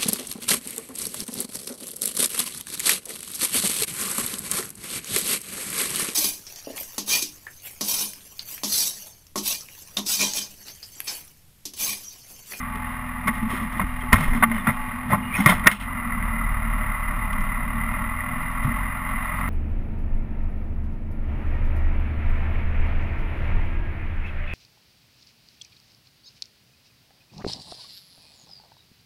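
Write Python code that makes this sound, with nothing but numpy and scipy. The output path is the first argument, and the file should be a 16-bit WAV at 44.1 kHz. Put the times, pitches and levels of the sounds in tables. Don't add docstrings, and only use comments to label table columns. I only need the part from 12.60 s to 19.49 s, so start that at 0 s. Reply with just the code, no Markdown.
import sys
import numpy as np
from scipy import signal
from scipy.fft import rfft, irfft, next_fast_len
from scipy.io import wavfile
from scipy.ndimage import map_coordinates

SR = 44100
rng = np.random.default_rng(int(sys.argv[2]) if len(sys.argv) > 2 else 0)


def level_to_linear(level):
    exponent = np.asarray(level, float) / 20
    return 10 ** exponent


def wav_record(signal):
    frames = np.transpose(np.atleast_2d(signal))
    bounded = np.clip(frames, -1, 1)
    quanta = np.round(bounded * 32767).astype(np.int16)
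    wavfile.write(sys.argv[1], SR, quanta)


N = 303849


def unit(x):
    return x / np.sqrt(np.mean(x ** 2) + 1e-20)


def curves(rows):
    s, *cols = np.transpose(rows)
    return [np.interp(np.arange(N) / SR, s, c) for c in cols]


def wobble(rate):
    coarse = np.arange(0, N + 8, 8)
    knots = rng.standard_normal(int(N * rate / SR) + 4)
    return np.interp(np.arange(N), coarse, map_coordinates(knots, [coarse * rate / SR]))


def slope(points):
    hz, db = np.transpose(points)
    return lambda f: level_to_linear(np.interp(np.log(f + 1), np.log(hz + 1), db))


def modes(rows):
    return lambda f: sum(level_to_linear(db) / (1 + ((f - hz) / width) ** 2) ** 1.21 for hz, width, db in rows)


def coloured(x, gain):
    m = 2 * next_fast_len(N // 2 + SR // 4)
    g = gain(np.fft.rfftfreq(m, 1 / SR)) + 1e-6
    fold = irfft(np.log(unit(g)), m)
    fold[1:m // 2] *= 2
    fold[m // 2 + 1:] = 0
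    return irfft(rfft(x, m) * np.exp(rfft(fold)), m)[:N]


def noise():
    return rng.standard_normal(N)


def add(track, s, piece):
    part = track[round(s * SR):][:len(piece)]
    part += piece[:len(part)]


def rings(rows, gain_db, attack, wander):
    out, t = np.zeros(N), np.arange(SR // 3) / SR
    for s, db, hz, t60 in rows:
        drift = np.cumsum(rng.standard_normal(len(t))) / np.sqrt(SR / hz)
        turns = hz * t + wander * drift
        fade = level_to_linear(db + gain_db - 60 * t / t60) * (1 - np.exp(-t / attack))
        add(out, s, fade * np.sin(2 * np.pi * turns))
    return out


def swell(s, rise, fall):
    t = np.arange(N) / SR - s
    return np.exp(np.where(t < 0, -(t / max(rise, 2e-3)) ** 2, -t / max(fall, 2e-3)))


ENGAGE_S, ENGAGE_TAKES_S = 3.23, 0.24


def engaged():
    return .5 + .5 * np.tanh((np.arange(N) / SR - ENGAGE_S) / ENGAGE_TAKES_S)


# (frequency [Hz], level [dB per Hz])
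PAN = [(29, -32.5), (48, -7), (62, -13), (100, -6.5), (151, -10.5), (231, -2.5), (254, -10), (297, -20),
       (453, -35), (520, -31.5), (680, -71), (1140, -120)]
# (time [s], level [dB])
JOLTS = [
    (.86, -37),
    (1.05, -48),
    (1.57, -28),
    (1.78, -32.5),
    (2.5, -32.5),
    (2.92, -28),
    (3.5, -41),
    (4.8, -45.5),
    (6.1, -47),
]
PAN_DB, PAN_ROLLING_DB = -41, 4


def floor_pan():
    jolted = level_to_linear(PAN_DB + PAN_ROLLING_DB * engaged())
    jolted = jolted + sum(level_to_linear(db) * swell(s, rise=0.06, fall=0.15) for s, db in JOLTS)
    return jolted * level_to_linear(1.52 * wobble(9.1)) * unit(coloured(noise(), slope(PAN)))


# (time [s], level [dB])
BUMPS = [(.85, -36), (1.12, -47), (1.36, -35), (1.58, -32), (1.73, -25), (1.98, -35), (2.22, -35),
         (2.75, -47), (2.98, -33), (3.55, -40), (3.95, -37), (4.3, -33), (4.5, -35), (4.82, -25.5),
         (5.02, -37), (5.33, -38), (5.5, -40), (5.82, -36), (6.03, -35), (6.3, -44), (6.57, -33)]
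SWAY_HZ, SWAY_DB, SWAY_ROLLING_DB = 22.1, -44.5, 5.5


def body_sway():
    bumped = level_to_linear(SWAY_DB + SWAY_ROLLING_DB * engaged())
    bumped = bumped + sum(level_to_linear(db) * swell(s, rise=0.083, fall=0.052) for s, db in BUMPS)
    turns = np.cumsum(SWAY_HZ + 2.43 * wobble(9.1)) / SR
    return bumped * level_to_linear(5.0 + 0.89 * wobble(12)) * np.sin(2 * np.pi * turns)


# (time [s], level [dB], start pitch [Hz], end pitch [Hz], length [s])
SQUEAKS = [(1.985, -50, 3600, 3500, 0.04), (1.405, -47, 3250, 3150, .025), (1.93, -48, 3050, 2900, 0.08),
           (1.8, -51, 3600, 3550, .05), (2.776, -33, 1430, 1480, .028), (2.866, -34, 3600, 3600, .065),
           (2.764, -33, 2480, 2540, .012), (2.61, -44.5, 2870, 2830, 0.12), (6.755, -66, 4700, 4550, .06),
           (6.77, -68, 4350, 4300, .04), (2.698, -34.5, 2480, 2210, .03), (2.732, -24, 2300, 2600, 0.034),
           (2.885, -27, 3250, 3150, .03), (2.752, -22, 2400, 1900, 0.022), (2.8, -20, 2050, 2150, 0.028),
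           (6.625, -59, 3800, 3700, .045), (6.645, -66, 4750, 4500, 0.03)]
# (time [s], level [dB], pitch [Hz], length [s])
PINGS = [
    (.145, -50, 420, .04),
    (2.76, -46, 5550, .022),
    (2.788, -46, 5550, .026),
    (4.804, -56, 5400, .008),
]
SQUEAK_DB = 4.5


def squeaks():
    out = np.zeros(N)
    flutter_db, waver, slip = 3 * wobble(120), .03 * wobble(400), wobble(350)
    tones = [(*row, .35) for row in SQUEAKS]
    tones += [(s, db, hz, hz, length, .12) for s, db, hz, length in PINGS]
    for s, db, from_hz, to_hz, length, rough in tones:
        u = np.arange(int(length * SR)) / (length * SR)
        at = round(s * SR) + np.arange(len(u))
        glide_hz = from_hz + (to_hz - from_hz) * u
        turns = np.cumsum(glide_hz * (1 + rough * waver[at])) / SR
        level = level_to_linear(db + SQUEAK_DB + rough * flutter_db[at]) * (1 - rough + rough * slip[at])
        add(out, s, level * np.sin(np.pi * u) ** 0.41 * np.sin(2 * np.pi * turns))
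    return out


# (time [s], level [dB], length [s], push 1 or pull -1)
SHOVES = [
    (1.237, -18, 0.0078, -1),
    (1.531, -4, 0.0069, 1),
    (1.683, -12.5, 0.021, -1),
    (1.725, -15.5, 0.0132, -1),
]
# (time [s], peak [dB], pitch [Hz], t60 [s])
THUDS = [(0.66, -21, 213, 0.14), (0.686, -15.5, 226, 0.13), (0.826, -17, 226, 0.24),
         (0.929, -21.5, 250, 0.16), (1.01, -21.5, 228.5, 0.21), (1.164, -23, 232, 0.21),
         (1.208, -17.5, 195, 0.1), (1.237, -26, 248, 0.14), (1.531, -11, 228.4, 0.094),
         (1.748, -21.5, 238, 0.23), (1.824, -18.5, 223, 0.43), (1.904, -23, 230, 0.4),
         (2.074, -11.5, 225, 0.1), (2.521, -15, 146, 0.1), (2.532, -10, 202, 0.077),
         (2.571, -22, 196, 0.14), (2.783, -18, 185, 0.16), (2.8, -17, 209, 0.26), (2.861, -1.5, 150, 0.044),
         (2.893, -12.5, 187.6, 0.16), (3.062, -11, 200, 0.07), (3.114, -27, 207, 0.22),
         (5.42, -26, 231, 0.34), (6.048, -18, 142, 0.15), (6.073, -20.5, 229, 0.18)]
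# (time [s], peak [dB], pitch [Hz], t60 [s])
DEEP = [
    (1.535, -17, 47, 0.074),
    (1.534, -11, 102, 0.19),
    (1.69, -20, 108.6, 0.23),
    (1.6, -16.5, 150, 0.14),
    (2.076, -14.5, 138, 0.15),
    (2.08, -19, 89, 0.18),
    (2.529, -19, 105, 0.18),
    (2.5, -25, 169, 0.23),
    (6.044, -17.5, 113, 0.16),
    (6, -30, 61.9, 0.11),
]
# (time [s], peak [dB], pitch [Hz], t60 [s])
RINGS = [(0.672, -15, 1118, 0.15), (1.195, -4.5, 1090, 0.025), (1.214, -29, 1050, 0.078),
         (1.529, -9, 1043, 0.083), (1.825, -6.5, 950, 0.04), (1.834, -2, 1150, 0.05),
         (2.069, -13, 1400, .03), (2.524, -10.5, 920, 0.032), (2.531, -8, 1064, 0.071),
         (2.86, 0, 1130, 0.039), (2.8595, -5, 2120, .05), (1.826, -9, 1900, .05), (1.197, -14, 1980, .03),
         (.678, -18, 2140, .06), (2.896, -20, 1180, 0.06), (3.058, -13, 1405, 0.12),
         (3.397, -22, 2070, 0.039), (3.521, -14, 2000, 0.039), (3.625, -10.5, 2000, 0.034),
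         (5.605, -14, 2000, 0.043), (6.323, -19, 2000, 0.031), (1.5295, -4, 2350, .03),
         (1.5562, -10, 2000, .03), (1.567, -16, 2050, .035), (1.605, -19, 2120, .09),
         (1.7325, -20, 1060, .05), (1.8245, -6, 1500, .05), (1.9145, -16, 2100, .07),
         (1.943, -21, 2050, .04), (2.085, -15, 1950, .05), (2.918, -14, 1950, .06), (3.068, -3, 2050, .045),
         (4.3, -19, 2000, .035), (.93, -28, 370, .1), (3.069, -8, 1550, .04), (2.893, -14, 1500, .05),
         (1.747, -24, 2100, .06), (1.733, -20, 2050, .05), (2.787, -19, 265, .17), (3.071, -7, 2330, .035),
         (2.8, -24, 780, .1), (1.826, -12, 760, .05), (1.708, -24, 2080, .07), (.915, -22, 1100, .1),
         (1.2, -22, 640, .05), (1.43, -37, 370, .12), (2.862, -16, 310, .08), (2.5, -24, 620, .08)]
RING_TOP_HZ = 2600


def thuds():
    out, t = np.zeros(N), np.arange(SR // 3) / SR
    for s, db, length, way in SHOVES:
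        u = t / length
        bend = (1 - np.exp(-t / 0.001)) * np.cos(2.0 * u) * np.exp(-u / 2)
        add(out, s, np.sign(way) * level_to_linear(db) * bend)
    panels = rings(THUDS, 2.5, .002, wander=.04) + rings(DEEP, 0, .004, wander=.06)
    panels = signal.sosfilt(signal.butter(3, 310, fs=SR, output="sos"), panels)
    ringing = rings(RINGS, -2.5, 0.001, wander=0.042)
    ringing = signal.sosfilt(signal.butter(2, RING_TOP_HZ, fs=SR, output="sos"), ringing)
    return out + panels + ringing


# (time [s], peak [dB], low part [dB], bright part [dB], length [s])
CRACKS = [(0.154, -24, -3, -8, 0.007), (1.198, -14, -8, -26, 0.0073), (1.528, -3, -11, -2.5, 0.007),
          (1.536, -12, -8, -6, 0.012), (1.5555, -11, -14, -22, 0.006), (1.567, -20, -12, -26, 0.005),
          (1.583, -25, -4, -15, 0.0048), (1.604, -25, -7, -1, 0.01), (1.732, -17, -6, -14, 0.0053),
          (1.746, -21, -7, -12, 0.006), (1.896, -24, -10, -30, 0.005), (1.914, -16.5, -10, -26, 0.008),
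          (1.943, -21, -10, -20, 0.004), (1.963, -20, -12, -22, 0.005), (1.979, -21, -12, -20, 0.006),
          (2.058, -17, -9, -27, 0.006), (2.086, -19, -9, -22, 0.0056), (2.068, -11, 1, -16, 0.0078),
          (2.8585, -1.5, -6, -1.5, 0.0034), (2.994, -19, -16, -10, 0.0055), (3.0685, 1.5, -19, -21, 0.012),
          (3.069, 1.5, -6, 4, 0.0064), (3.112, -14.5, -20, -7, 0.008), (3.123, -19, -22, -12, 0.007),
          (6.044, -26, -10, -25, 0.006), (2.937, -22, -10, -10, .006), (2.1, -24, -8, -14, .008),
          (1.636, -22, -8, -14, .006)]
# (time [s], peak [dB], low part [dB], bright part [dB], length [s])
KNOCKS = [(0.67, -10.5, -9.5, -11, 0.022), (1.211, -17, -3, -15, 0.012), (1.521, -10, -4, -12, 0.011),
          (1.824, -4.5, -5.5, -40, 0.012), (1.832, -6, -6, -21, 0.012), (2.075, -17.5, -2.5, -42, 0.03),
          (2.498, -27, 0.5, -18, 0.018), (2.514, -19, -1, -30, 0.014), (2.528, -20.5, 6.5, -30, 0.025),
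          (2.858, -1.5, -11, -10, 0.011), (2.87, -10, -7, -16, 0.0073), (2.888, -14, -6, -6, 0.015),
          (2.919, -17, 1.5, -21, 0.0099), (3.034, -20, -5, -20, 0.02), (3.057, -15, -2, -24, 0.014),
          (3.087, -14, -10, -18, 0.012)]
# (time [s], peak [dB])
TICKS = [(.7522, -56), (0.8275, -54), (.9039, -50), (1.1269, -54), (1.1817, -56), (1.3374, -60),
         (1.408, -57), (2.053, -59), (4.4283, -57), (4.4815, -60), (4.4962, -60), (4.7293, -44.5),
         (4.8055, -52), (4.8504, -53), (5.8227, -55), (5.9135, -54), (5.9703, -61), (6.0392, -55),
         (6.1599, -54)]
# (peak time [s], bright [dB], body over that [dB], rise [s], fall [s])
SCRAPES = [(.78, -57.5, 11, .07, 0.074), (0.915, -44, 5.5, 0.017, 0.039), (.968, -48, 9, 0.03, 0.025),
           (1.03, -55, 9.5, .02, .03), (1.14, -55, 11.5, .02, 0.079), (1.545, -42, 8.5, 0.012, 0.11),
           (1.64, -52, 3, .02, .03), (1.755, -51, 9, 0.01, 0.03), (1.42, -58, 10, .015, .04),
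           (1.96, -51.5, 11.5, 0.038, 0.05), (2.085, -51, 3, .01, 0.024), (2.123, -57, 0, .004, .015),
           (2.53, -49.5, 9.5, 0.037, 0.039), (2.77, -44, 7, 0.038, 0.067), (2.82, -47.5, 4, 0.039, 0.013),
           (2.843, -57, 3, .008, .01), (2.897, -30.5, 6.5, 0.021, 0.03), (3.13, -43, 0.5, 0.027, 0.031),
           (3.203, -47, -4, 0.0035, 0.013), (3.222, -53, 2, .004, 0.033), (6.05, -56, 10, 0.015, 0.047),
           (6.5, -58, -4, .02, 0.037), (6.65, -58, 6, .03, .03), (6.79, -59, -5, .03, .04)]
# (frequency [Hz], half width [Hz], level [dB])
CASE = [(610, 45, -11.5), (735.5, 39, -7.5), (864.3, 18.4, 1), (970, 29, -10), (1130, 98, 5),
        (1290, 153, -10.5), (1540, 90, -9), (1893, 124, 0.5), (2106, 70, -0.5), (2430, 110, -8.5),
        (2789, 89, -12.5), (3145, 54, -19.5), (3620, 320, -25), (5090, 570, -37)]
# (frequency [Hz], half width [Hz], level [dB])
STRAIN = [(620, 46, -6), (991, 93, -4), (1260, 15, 0), (1298, 30, -2), (1378, 29, 3.5), (2011, 25, 2.5),
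          (2000, 59, 1.5)]
# (frequency [Hz], half width [Hz], level [dB])
DASH = [(560, 900, -11.5)]
# (frequency [Hz], level [dB])
SNAP = [(1800, -29), (2500, 8.5), (3100, 6), (3700, -2), (4400, -9), (5500, -7), (5900, -6), (7000, -63)]
# (frequency [Hz], level [dB])
RUB = [(1800, -24), (2500, 8), (3200, 1.5), (4100, -8.5), (4600, -20), (5300, -10), (5950, -23),
       (7000, -48)]
KNOCK_RISE_S, CRACK_RISE_S = 0.0037, 0.0011


def knocks():
    parts, t = np.zeros((4, N)), np.arange(SR // 8) / SR
    for rows, rise in ((CRACKS, CRACK_RISE_S), (KNOCKS, KNOCK_RISE_S)):
        for s, db, low_db, bright_db, length in rows:
            shape = (1 - np.exp(-t / max(rise, 3e-4))) * np.exp(-(t / length) ** 2.17)
            for part, part_db, steep in zip(parts, (low_db, 0, bright_db), (.9, 1, 1.6)):
                add(part, s, level_to_linear(db + part_db) * shape ** steep)
    for s, db in TICKS:
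        add(parts[2], s, level_to_linear(db + 17.5 - 60 * t / 0.028))
    judder = level_to_linear(1.2 * wobble(45))
    for s, bright_db, body_db, rise, fall in SCRAPES:
        near = slice(max(round((s - 4 * rise) * SR), 0), round((s + 8 * fall) * SR))
        blend_db = np.array([[body_db + 9.5], [body_db + 13.0], [-2], [14]])
        parts[:, near] += (judder * swell(s, rise, fall))[near] * level_to_linear(bright_db + blend_db)
    low, high, edge, swish = parts * noise() * level_to_linear(1.64 * wobble(500))
    split = len([hz for hz, *_ in CASE if hz < 1400])
    body = level_to_linear(-4.5) * coloured(low, modes(CASE[:split] + STRAIN[:-2] + DASH))
    body += level_to_linear(-7.5) * coloured(high, modes(CASE[split:-1]))
    return body + level_to_linear(-8.5) * (coloured(edge, slope(SNAP)) + coloured(swish, slope(RUB)))


# (time [s], firings per second [Hz])
SPEED = [(0, 41.15), (2.75, 41.2), (3, 44.5), (3.25, 44), (3.42, 40), (3.6, 38.4), (4.1, 37.7), (4.3, 36.7),
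         (4.68, 36.4), (5, 37.5), (5.3, 38.7), (5.62, 41), (5.99, 41.9), (6.16, 43.2), (6.4, 43),
         (6.89, 44)]


def firings():
    speed_hz = curves(SPEED)[0]
    return np.cumsum(speed_hz + 0.082 * wobble(6.1)) / SR


# (time [s], boom [dB])
PULL = [(0, -36.5), (.7, -35.5), (1.4, -33), (2.1, -48), (2.9, -37), (3.18, -26.5), (3.42, -41), (3.6, -27),
        (4.1, -23.5), (4.32, -31), (4.5, -27.5), (5.3, -27), (5.65, -37), (5.99, -33), (6.1, -27),
        (6.4, -34.5), (6.89, -26.5)]
# (multiple of firing [1], level re second order [dB])
WEAK_ORDERS = [(.5, -14), (3, -4.5), (4, -8), (4.5, -18.5), (5, -14), (1.5, -15), (2.5, -13.5), (3.5, -14),
               (5.5, -13.5)]
# (multiple of firing [1], level [dB])
WHINE = [(18, -9), (21, -0.5), (28, -11)]
SECOND_DB, SECOND_FOLLOWS = -40, 0.34
SIXTH_DB, PANEL_HZ, PANEL_WIDTH_HZ = -37.5, 240.8, 14.2
WHINE_DB, WHINE_LOADED_DB = -47.5, -20


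def firing_orders(fired):
    boom_db, speed_hz, on = curves(PULL)[0], curves(SPEED)[0], engaged()
    second_db = SECOND_DB + SECOND_FOLLOWS * (boom_db - boom_db.mean())
    sixth_db = SIXTH_DB - 10 * np.log10(1 + ((6 * speed_hz - PANEL_HZ) / PANEL_WIDTH_HZ) ** 4)

    def order(k, db):
        level = level_to_linear(db + 2 + (1.1 + 1.1 * on) * wobble(9))
        return level * np.sin(2 * np.pi * (k * fired + (k - 1) * rng.random()))

    tones = order(1, boom_db) + order(2, second_db) + order(6, sixth_db)
    tones += sum(order(k, second_db + db + 3.3 * on * wobble(2.495)) for k, db in WEAK_ORDERS)
    return tones + sum(order(k, WHINE_DB + WHINE_LOADED_DB * on + db) for k, db in WHINE)


def bursts(turns, life):
    phase = turns % 1
    strength = level_to_linear(0.83 * rng.standard_normal(700)[turns.astype(int)])
    return strength * phase * np.exp(-phase / life)


# (frequency [Hz], half width [Hz], level [dB])
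HEAD = [(1150, 70, -3), (1330, 60, -4), (2010, 75, 0), (2850, 70, -9)]
# (frequency [Hz], level [dB per Hz])
HISS = [(100, -27), (400, -2), (2000, 4), (5200, -21), (5900, -19.5), (7000, -59)]
IDLE_LOAD, FULL_LOAD, EASES_PER_S = 0.11, 0.9, 0.076
CLATTER_DB, CLATTER_LOADED_DB, DRIFT_DB = -34, 4, .5
BLOW_DB = -9


def clatter(fired):
    on = engaged()
    eased = EASES_PER_S * (np.arange(N) / SR - ENGAGE_S)
    load = np.clip(IDLE_LOAD + on * (FULL_LOAD - IDLE_LOAD - eased), 0, 1)
    ticking = .9 + unit(bursts(2 * fired + .3, life=0.45))
    idle = coloured(noise() * ticking * (1 + .2 * np.sin(2 * np.pi * fired)), modes(CASE))
    grit, pressure = noise(), unit(bursts(fired + .98, life=.2))
    knock = coloured(grit * (1 + .5 * pressure), modes(CASE + STRAIN))
    blows = pressure * np.sign(grit) * np.diff(np.floor(fired - .12), prepend=-1)
    head = coloured(blows, lambda f: modes(HEAD)(f) ** 2)
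    knock = unit(knock) + level_to_linear(BLOW_DB) * unit(head)
    hiss = level_to_linear(-15.5 - 19.0 * load) * coloured(noise(), slope(HISS))
    level = level_to_linear(CLATTER_DB + CLATTER_LOADED_DB * on + DRIFT_DB * wobble(7.8))
    return level * (np.sqrt(1 - load) * unit(idle) + np.sqrt(load) * unit(knock) + hiss)


def engine():
    fired = firings()
    return firing_orders(fired) + clatter(fired)


DUCK_S, DUCK_DB, DUCK_IN_S, DUCK_OUT_S = 3.17, -15, 0.071, 0.039


def scene():
    steady = floor_pan() + body_sway() + engine()
    steady = steady * level_to_linear(DUCK_DB * swell(DUCK_S, DUCK_IN_S, DUCK_OUT_S))
    return (steady + squeaks() + thuds() + knocks())[None]


def band_limit(x):
    return signal.sosfilt(signal.butter(12, 15200, fs=SR, output="sos"), x)


def record(dry):
    slow = np.clip(signal.resample_poly(dry, 40, 147, axis=1), -1, 1)
    held = signal.resample_poly(np.repeat(slow, 4, axis=1), 147, 160, axis=1)[:, :N]
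    held = signal.sosfilt(signal.ellip(8, .3, 50, 15550, fs=SR, output="sos"), held)
    return band_limit(np.clip(held, -1, 1))


dry = scene()
out = record(dry)
wav_record(out)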